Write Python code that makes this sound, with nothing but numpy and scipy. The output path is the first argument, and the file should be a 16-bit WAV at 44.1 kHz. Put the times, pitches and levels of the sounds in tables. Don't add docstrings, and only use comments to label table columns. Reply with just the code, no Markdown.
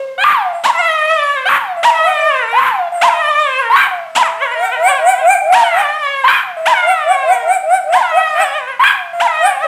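import sys
import numpy as np
from scipy import signal
from scipy.fft import rfft, irfft, next_fast_len
from scipy.io import wavfile
from scipy.ndimage import uniform_filter1d, minimum_filter1d

SR = 44100
rng = np.random.default_rng(int(sys.argv[2]) if len(sys.argv) > 2 else 0)


def decibels_to_gain(level_db):
    exponent = np.asarray(level_db, float) / 20
    return 10 ** exponent


def generate_wav(sig):
    pcm = np.round(np.clip(np.atleast_2d(sig).T, -1, 1) * 32767).astype(np.int16)
    wavfile.write(sys.argv[1], SR, pcm)


N = 426436

FLOOR_DB = -51.5
ROOM_T60_S, TREBLE_T60_S, ROOM_DB = 0.64, 0.51, -7
# pitch in Hz, level in dB, t60 in seconds.
ROOM_MODES = [(977, -17, 0.59), (750, -4, 0.15)]
CUTOFF_HZ = 15400

# frequency in Hz, weight in dB.
HOWL_THROAT = [(400, 3), (1270, 3), (1920, -0.1), (2700, -7), (3850, -22.5), (4500, -34), (6800, -38),
               (7800, -33.5), (9200, -43.5), (10600, -32.5), (15300, -74)]
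YIP_THROAT = [(400, 92), (1550, -4), (2450, -1), (3200, -25.5), (4300, -30.5), (5800, -35), (6900, -24.5),
              (8100, -12), (11100, -28.5), (13100, -29), (15300, -31)]
BARK_THROAT = [(400, 30), (1500, 0), (2400, -8), (3200, -12), (4300, -24), (5800, -42), (8000, -37),
               (15300, -50)]
# frequency in Hz, level in dB per Hz.
HOWL_AIR = [(60, -80), (230, -27), (420, -34), (700, -14.5), (1150, -12.5), (1500, -22), (2030, -31.5),
            (3020, -18.5), (4600, -29.5), (7780, -31.5), (15300, -52.5)]
# frequency in Hz, level in dB per Hz.
BARK_AIR = [(230, -37.5), (420, -74), (800, -16), (1200, -4), (1650, -5.5), (2300, -11), (3200, -20.5),
            (5000, -45), (15300, -35.5)]
BLUR_FROM_HZ, BLUR_FULL_HZ = 3500, 4800

# start, loudest moment and end in seconds, pitch in Hz, level in dB.
WHINES = [(0.528, 0.555, 0.65, 689.4, -21.5), (1.765, 1.794, 2.04, 680, -18),
          (2.168, 2.254, 2.39, 647, -17), (2.915, 2.96, 3.29, 698.6, -17), (4.064, 4.316, 4.57, 666, -26.5),
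          (5.601, 5.644, 5.76, 697, -16.5), (6.566, 6.665, 6.72, 657, -17.5),
          (9.131, 9.212, 9.3, 698.5, -16.5), (9.64, 9.659, 9.67, 582, -14.5)]
WHINE_SWELL_DB, WHINE_FADE_DB, WHINE_OPENING_DB = 8.5, 10, -14
WHINE_SAG = 0.041

# start and length in seconds, from Hz, to Hz, level in dB.
SQUEALS = [(0.178, 0.061, 704, 847, -12), (1.454, 0.035, 696, 823, -12.5), (2.526, 0.071, 714, 1096, -6),
           (3.698, 0.061, 865, 1153, -3.5), (6.239, .039, 924, 1109, -5), (8.794, .042, 923, 1133, -4.5)]
SQUEAL_SWELL_DB_PER_S, SQUEAL_ABRUPT_S, SQUEAL_ABOVE_DB = 330, .033, -17
# length in seconds, pitch in Hz, level in dB, roughness from 0 to 1,
# level in dB of the glide after it.
RASPS = [(0.085, 1190, -9.5, 0.26, -12), (.085, 1120, -13.5, 0.6, -18), (.085, 1040, -14, 0.33, -12.5),
         (.105, 755, -9.5, 0.38, -20.5), (0.15, 765, -10, 0.34, -26.5), (.1, 770, -8.5, 0.36, -26.5)]
RASP_ARCH, HIGH_RASP_ARCH = .15, .04
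MOUTH_HZ, BELOW_DB, ABOVE_DB = 900, 13, -33
GLIDE_S, GLIDE_SETTLES_S, GLIDE_FROM_HZ, GLIDE_TO_HZ, GLIDE_FADE_DB = .19, 0.065, 825, 660, 9

# loudest moment in seconds, top pitch in Hz, level in dB, rise in seconds, mouth opening in dB.
YIPS = [(2.09, 748, -16.5, 0.087, -11.5), (4.654, 764.6, -15, 0.1, -7.5), (4.88, 773.3, -9.5, 0.089, -6),
        (5.101, 767.8, -8, 0.09, -8), (5.312, 789, -3, 0.077, -9.5), (5.527, 747.5, -10.5, 0.086, -18.5),
        (6.906, 751, -12.5, 0.071, -11), (7.124, 775, -9, 0.07, -14), (7.326, 761, -9, 0.079, -11.5),
        (7.527, 771.5, -9.5, 0.084, -10), (7.746, 762.4, -9, 0.091, -10), (7.945, 731, -12.5, 0.082, -11),
        (8.185, 762, -9, 0.055, -14.5), (9.475, 803, -8, 0.069, -8.5)]
HOARSE_YIPS = [(5.8, 807.4, -10.5, 0.075, -11.5), (8.42, 798.5, -11.5, 0.071, -9.5)]

# start in seconds, top pitch in Hz, level in dB,
# strain from 0 to 1, mouth opening of the fall after it (overtones over the lowest tone) in dB.
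YELPS = [(0.635, 1143, -6.5, 0.13, 9.5), (1.829, 967.6, -4.5, 0.11, 12), (3.012, 1083, -4.5, 0.1, 12),
         (4.149, 1058, -7.5, 0.19, 19.5), (5.522, 953.4, -6.5, 0.11, 12), (6.655, 1011, -7, 0.1, 13),
         (7.923, 1086, -9.5, 0.07, 13), (9.198, 1004, -8.5, 0.07, 13.5)]
# share of its length, level in dB,
# mouth opening in dB.
YELP_ARC = [
    (0, -10, 5),
    (.15, -3, 4),
    (.31, 0, -13),
    (.56, -4, -12),
    (.87, 1, -20),
]
YELP_START_HZ, YELP_CLIMB_HZ, YELP_SAG_HZ, YELP_KNEE_HZ = 614, 767.8, 909, 964
STRAIN_LASTS, STEADY_STRAIN = .7, .025
# time in seconds, pitch in Hz, level in dB.
EARLY_FALLS = [
    [(0.0, 549.5, -19), (0.165, 516.6, -33), (0.237, 552, -31)],
    [(0.716, 724, -35), (0.758, 660, -18.5), (0.842, 657, -13.5), (1.02, 615.4, -14.5),
     (1.262, 572.7, -15.5), (1.421, 519.4, -21), (1.499, 517, -29)],
    [(1.913, 743.4, -38), (1.949, 647.5, -17.5), (2.024, 634, -16), (2.159, 608, -15.5),
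     (2.231, 587.5, -16.5), (2.393, 516.3, -17), (2.456, 439, -22), (2.597, 510, -17.5)],
    [(3.101, 729, -22.5), (3.146, 624, -20), (3.25, 604.6, -16), (3.33, 589.2, -15), (3.536, 519.3, -18),
     (3.575, 517.5, -18), (3.662, 459, -22), (3.746, 455, -23.5)],
    [(4.236, 686, -20), (4.263, 637, -14), (4.315, 408.3, -36.5), (4.48, 462, -25), (4.69, 457, -25),
     (4.85, 466, -25), (5.03, 476.7, -24.5), (5.265, 494, -28.5)],
]
LATE_FALLS = [
    [(5.645, 770, -18.5), (5.747, 658, -19.5), (5.858, 580, -17.5), (5.99, 620, -23), (6.035, 573, -16.5),
     (6.17, 552, -19.5), (6.257, 523, -19.5)],
    [(6.747, 777, -17.5), (6.78, 729, -15.5), (6.933, 676, -18), (7.059, 583, -21), (7.236, 538, -21.5),
     (7.359, 479.4, -24), (7.539, 447, -32.5), (7.599, 411, -42)],
    [(8.031, 736, -17.5), (8.127, 634, -20.5), (8.229, 645, -18), (8.373, 597.7, -18), (8.514, 550, -22),
     (8.649, 496, -28.5), (8.757, 488, -29.5)],
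    [(9.279, 699, -19), (9.336, 626, -19.5), (9.411, 634.7, -14.5), (9.582, 527, -28), (9.663, 570.6, -25)],
]
FIRST_OPENING_DB = -15
# time in seconds, pitch rise in %, width in seconds.
PUSHES = [(0.801, 8.8, 0.015), (0.873, 2.8, 0.02), (1.126, 8.6, .06), (1.338, 6, .03), (2.057, 6.1, .02),
          (2.282, 8.2, .035), (3.205, 4.9, .015), (3.295, 5, .015), (3.421, 9.3, .05), (3.603, 9.9, .018),
          (4.434, 26.2, .03), (4.533, 9.8, .022), (4.609, 4.55, .04), (4.739, 12.2, .022), (4.811, 6, .022),
          (4.901, 22, .022), (4.953, 18, .035), (5.101, 3.6, .03), (5.205, 10, .025), (8.417, 13.8, .025),
          (8.569, 17, .03), (8.699, 11.6, .025), (9.638, 18, .028)]
PUSH_DB, PUSH_CLOSES_DB = 0.4844, 0.5


def rms_one(x):
    return x / np.sqrt(np.mean(x ** 2) + 1e-20)


def at_hz(points, hz):
    points = np.array(points)
    return np.interp(np.log(hz), np.log(points[:, 0]), points[:, 1])


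def drift(size, rate_hz):
    r = np.exp(-2 * np.pi * rate_hz / SR)
    wander = signal.lfilter([1], [1, -2 * r, r * r], rng.standard_normal(size + 4000))
    return rms_one(wander[4000:])


def coloured(size, spectrum):
    hz = np.maximum(np.fft.rfftfreq(size, 1 / SR), 20)
    white = rfft(rng.standard_normal(size))
    return rms_one(irfft(white * decibels_to_gain(at_hz(spectrum, hz)), size))


def hum(size):
    spectrum = [(30, -56), (150, -8.0), (400, -23), (3000, -16), (15000, -35)]
    return decibels_to_gain(FLOOR_DB) * coloured(size, spectrum)[:N]


def room(x):
    t = np.arange(int(.8 * SR)) / SR
    noise = rng.standard_normal(len(t)) * np.clip((t - .006) / 0.0069, 0, 1)
    low = signal.sosfilt(signal.butter(2, 3500.0, fs=SR, output="sos"), noise)
    tail = low * decibels_to_gain(-60 * t / ROOM_T60_S) + (noise - low) * decibels_to_gain(-60 * t / TREBLE_T60_S)
    tail /= np.sqrt(np.sum(tail ** 2))
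    for hz, level_db, t60 in ROOM_MODES:
        tail += decibels_to_gain(level_db - 38.0 - 60 * t / t60) * np.sin(2 * np.pi * hz * t)
    return decibels_to_gain(ROOM_DB) * signal.fftconvolve(x, tail)[:N]


def call(rows, throat, air, tremor, strain_db=0, blur=0):
    s, hz, level_db, open_db, rough = np.transpose(rows)
    start, stop = int(s[0] * SR), min(int((s[-1] + 0.031) * SR), N)
    t, size = np.arange(start, stop) / SR, stop - start
    rough = np.clip(rough, 0, 1)
    hz, level_db, open_db, rough = (np.interp(t, s, c) for c in (hz, level_db, open_db, rough))
    hz = uniform_filter1d(hz, size=300, mode="nearest")
    hz = hz * (1 + tremor * drift(size, 13.93) + 0.06 * rough * drift(size, 179.0))
    phase = 2 * np.pi * (np.cumsum(hz) / SR + rng.random())

    k = np.arange(2, 32)[:, None]
    overtone_hz = k * hz[::32]
    brighter_db = strain_db * rough[::32] * np.clip(np.log2(overtone_hz / 1600), 0, 1.7)
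    weights = decibels_to_gain(at_hz(throat, overtone_hz) + brighter_db) * (overtone_hz < CUTOFF_HZ)
    weights /= np.sqrt(np.sum(weights[:3] ** 2, axis=0))
    weights *= decibels_to_gain(np.minimum(1.5 + 0.4 * k, 5.0) * [drift(len(w), 340.0) for w in weights])
    torn = blur * np.clip((overtone_hz - BLUR_FROM_HZ) / (BLUR_FULL_HZ - BLUR_FROM_HZ), 0, 1)
    weights *= 1 - torn + torn * [drift(len(w), 2700.0) for w in weights]
    overtones = sum(np.repeat(w, 32)[:size] * np.sin(n * phase + n * n * .4)
                    for n, w in zip(k[:, 0], weights))

    opening = decibels_to_gain(open_db)
    tone = np.sqrt(2) * (np.sin(phase) + opening * overtones) / np.sqrt(1 + opening ** 2)
    tone *= 1 + 0.71 * rough ** 2 * np.sin(phase / 2) + (0.075 + 0.8 * rough) * drift(size, 45.0)
    puffs = air[start:stop] * (1 + 0.09 * np.sin(phase))
    fade_in = np.clip((t - s[0]) / 0.0032, 0, 1)
    fade_out = np.clip(1 - (t - s[-1]) / 0.022, 0, 1) ** 2
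    voice = np.sqrt(1 - rough / 2) * tone + 2.5 * rough * puffs
    out = np.zeros(N)
    out[start:stop] = decibels_to_gain(level_db) * (fade_in * fade_out) * voice
    return out


def whine(start, loudest, end, hz, level_db):
    return [(start, hz * (1 - WHINE_SAG / 2), level_db - WHINE_SWELL_DB, WHINE_OPENING_DB, .05),
            (loudest, hz, level_db, WHINE_OPENING_DB, .04),
            (end, hz * (1 - WHINE_SAG), level_db - WHINE_FADE_DB, WHINE_OPENING_DB, .04)]


def bark(squeal, rasp):
    s, rise_s, from_hz, to_hz, level_db = squeal
    rasp_s, rasp_hz, rasp_db, rough, glide_db = rasp
    u = np.linspace(0, 1, num=9)

    swell_db = SQUEAL_SWELL_DB_PER_S * (rise_s - SQUEAL_ABRUPT_S) * (1 - u) ** 2
    squeal_open = BELOW_DB * u if to_hz < MOUTH_HZ else SQUEAL_ABOVE_DB + 0 * u
    up = [s + rise_s * u, from_hz + (to_hz - from_hz) * u ** .8, level_db - swell_db,
          squeal_open, 0.065 + 0 * u]

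    s = s + rise_s + .004
    arch = np.sin(np.pi * (.12 + .88 * u ** .9))
    arch_share = RASP_ARCH if rasp_hz < MOUTH_HZ else HIGH_RASP_ARCH
    rasp_open = BELOW_DB * (1 + arch) if rasp_hz < MOUTH_HZ else ABOVE_DB + 0 * u
    hoarse = [s + rasp_s * u, rasp_hz * (1 + arch_share * (arch - .5)),
              rasp_db + (glide_db - rasp_db) * u ** 2, rasp_open, rough * (0.72 + 0.4 * u)]

    s = s + rasp_s + .006
    left = np.exp(-GLIDE_S * u / GLIDE_SETTLES_S)
    glide_hz = GLIDE_TO_HZ + (max(rasp_hz, GLIDE_FROM_HZ) - GLIDE_TO_HZ) * left
    down = [s + GLIDE_S * u, glide_hz, glide_db - GLIDE_FADE_DB * u,
            WHINE_OPENING_DB + 0 * u, 0.015 + 0.15 * left]
    return np.hstack([up, hoarse, down]).T


def yipper(air):
    out = sum(call(bark(*pair), BARK_THROAT, air, tremor=0.0045) for pair in zip(SQUEALS, RASPS))
    out += sum(call(whine(*row), YIP_THROAT, air, tremor=0.00555) for row in WHINES)
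    when = np.linspace(-1.3, .9, num=23)
    top = when - .17
    share = 1.015 - .22 * (1 - np.exp(-(top / np.where(top < 0, .75, .5)) ** 2))
    effort_db = -np.where(when < 0, 13.0, 34.0) * when ** 2
    for yips, rough in ((YIPS, 0.023), (HOARSE_YIPS, 0.18)):
        for s, hz, level_db, rise, open_db in yips:
            opening = open_db - 10.6 * top ** 2
            rows = np.column_stack([s + when * rise, hz * share, level_db + effort_db,
                                    opening, rough + 0 * when])
            out += call(rows, YIP_THROAT, air, tremor=0.00078)
    return out


def howler(air):
    out = 0
    for yelp, fall in zip([None] + YELPS, EARLY_FALLS + LATE_FALLS):
        knots, hz, level_db = np.transpose(fall)
        s = np.arange(knots[0], knots[-1], .004)
        push = sum(rise * np.exp(-((s - at) / width) ** 2) for at, rise, width in PUSHES)
        opening = (yelp[4] if yelp else FIRST_OPENING_DB) - PUSH_CLOSES_DB * push
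        fall_hz = np.interp(s, knots, hz) * (1 + push / 100)
        fall_db = np.interp(s, knots, level_db) + PUSH_DB * push
        rows = np.column_stack([s, fall_hz, fall_db, opening])
        strain = STEADY_STRAIN
        if yelp:
            start, top_hz, yelp_db, yelp_strain, _ = yelp
            length = s[0] - start
            share, arc_db, arc_open = np.transpose(YELP_ARC)
            pitch = [YELP_START_HZ, YELP_CLIMB_HZ, min(top_hz, YELP_KNEE_HZ), top_hz, YELP_SAG_HZ]
            opener = np.column_stack([start + share * length, pitch, yelp_db + arc_db, arc_open])
            rows = np.vstack([opener, rows])
            strain = strain + yelp_strain * np.exp(-((rows[:, 0] - start) / (STRAIN_LASTS * length)) ** 2)
        rows = np.column_stack([rows, strain + 0 * rows[:, 0]])
        out = out + call(rows, HOWL_THROAT, air, tremor=0.00633, strain_db=65, blur=.55)
    return out


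def scene():
    size = next_fast_len(N)
    dogs = howler(coloured(size, HOWL_AIR)) + yipper(coloured(size, BARK_AIR))
    return (dogs + room(dogs) + hum(size))[None]


def roll_off(x):
    return signal.sosfilt(signal.butter(12, 15410, fs=SR, output="sos"), x)


def record(dry):
    envelope = -minimum_filter1d(-np.abs(dry), size=200)
    gain = uniform_filter1d(np.minimum(1, 1.01 / (envelope + 1e-9)), size=200)
    held = dry * gain
    held = held + 0.015 * held ** 2
    held = signal.sosfilt(signal.butter(2, 110.0, "high", fs=SR, output="sos"), held)
    cut = signal.sosfilt(signal.cheby2(16, 60, CUTOFF_HZ + 250, fs=SR, output="sos"), held)
    return roll_off(cut)


dry = scene()
out = record(dry)
generate_wav(out)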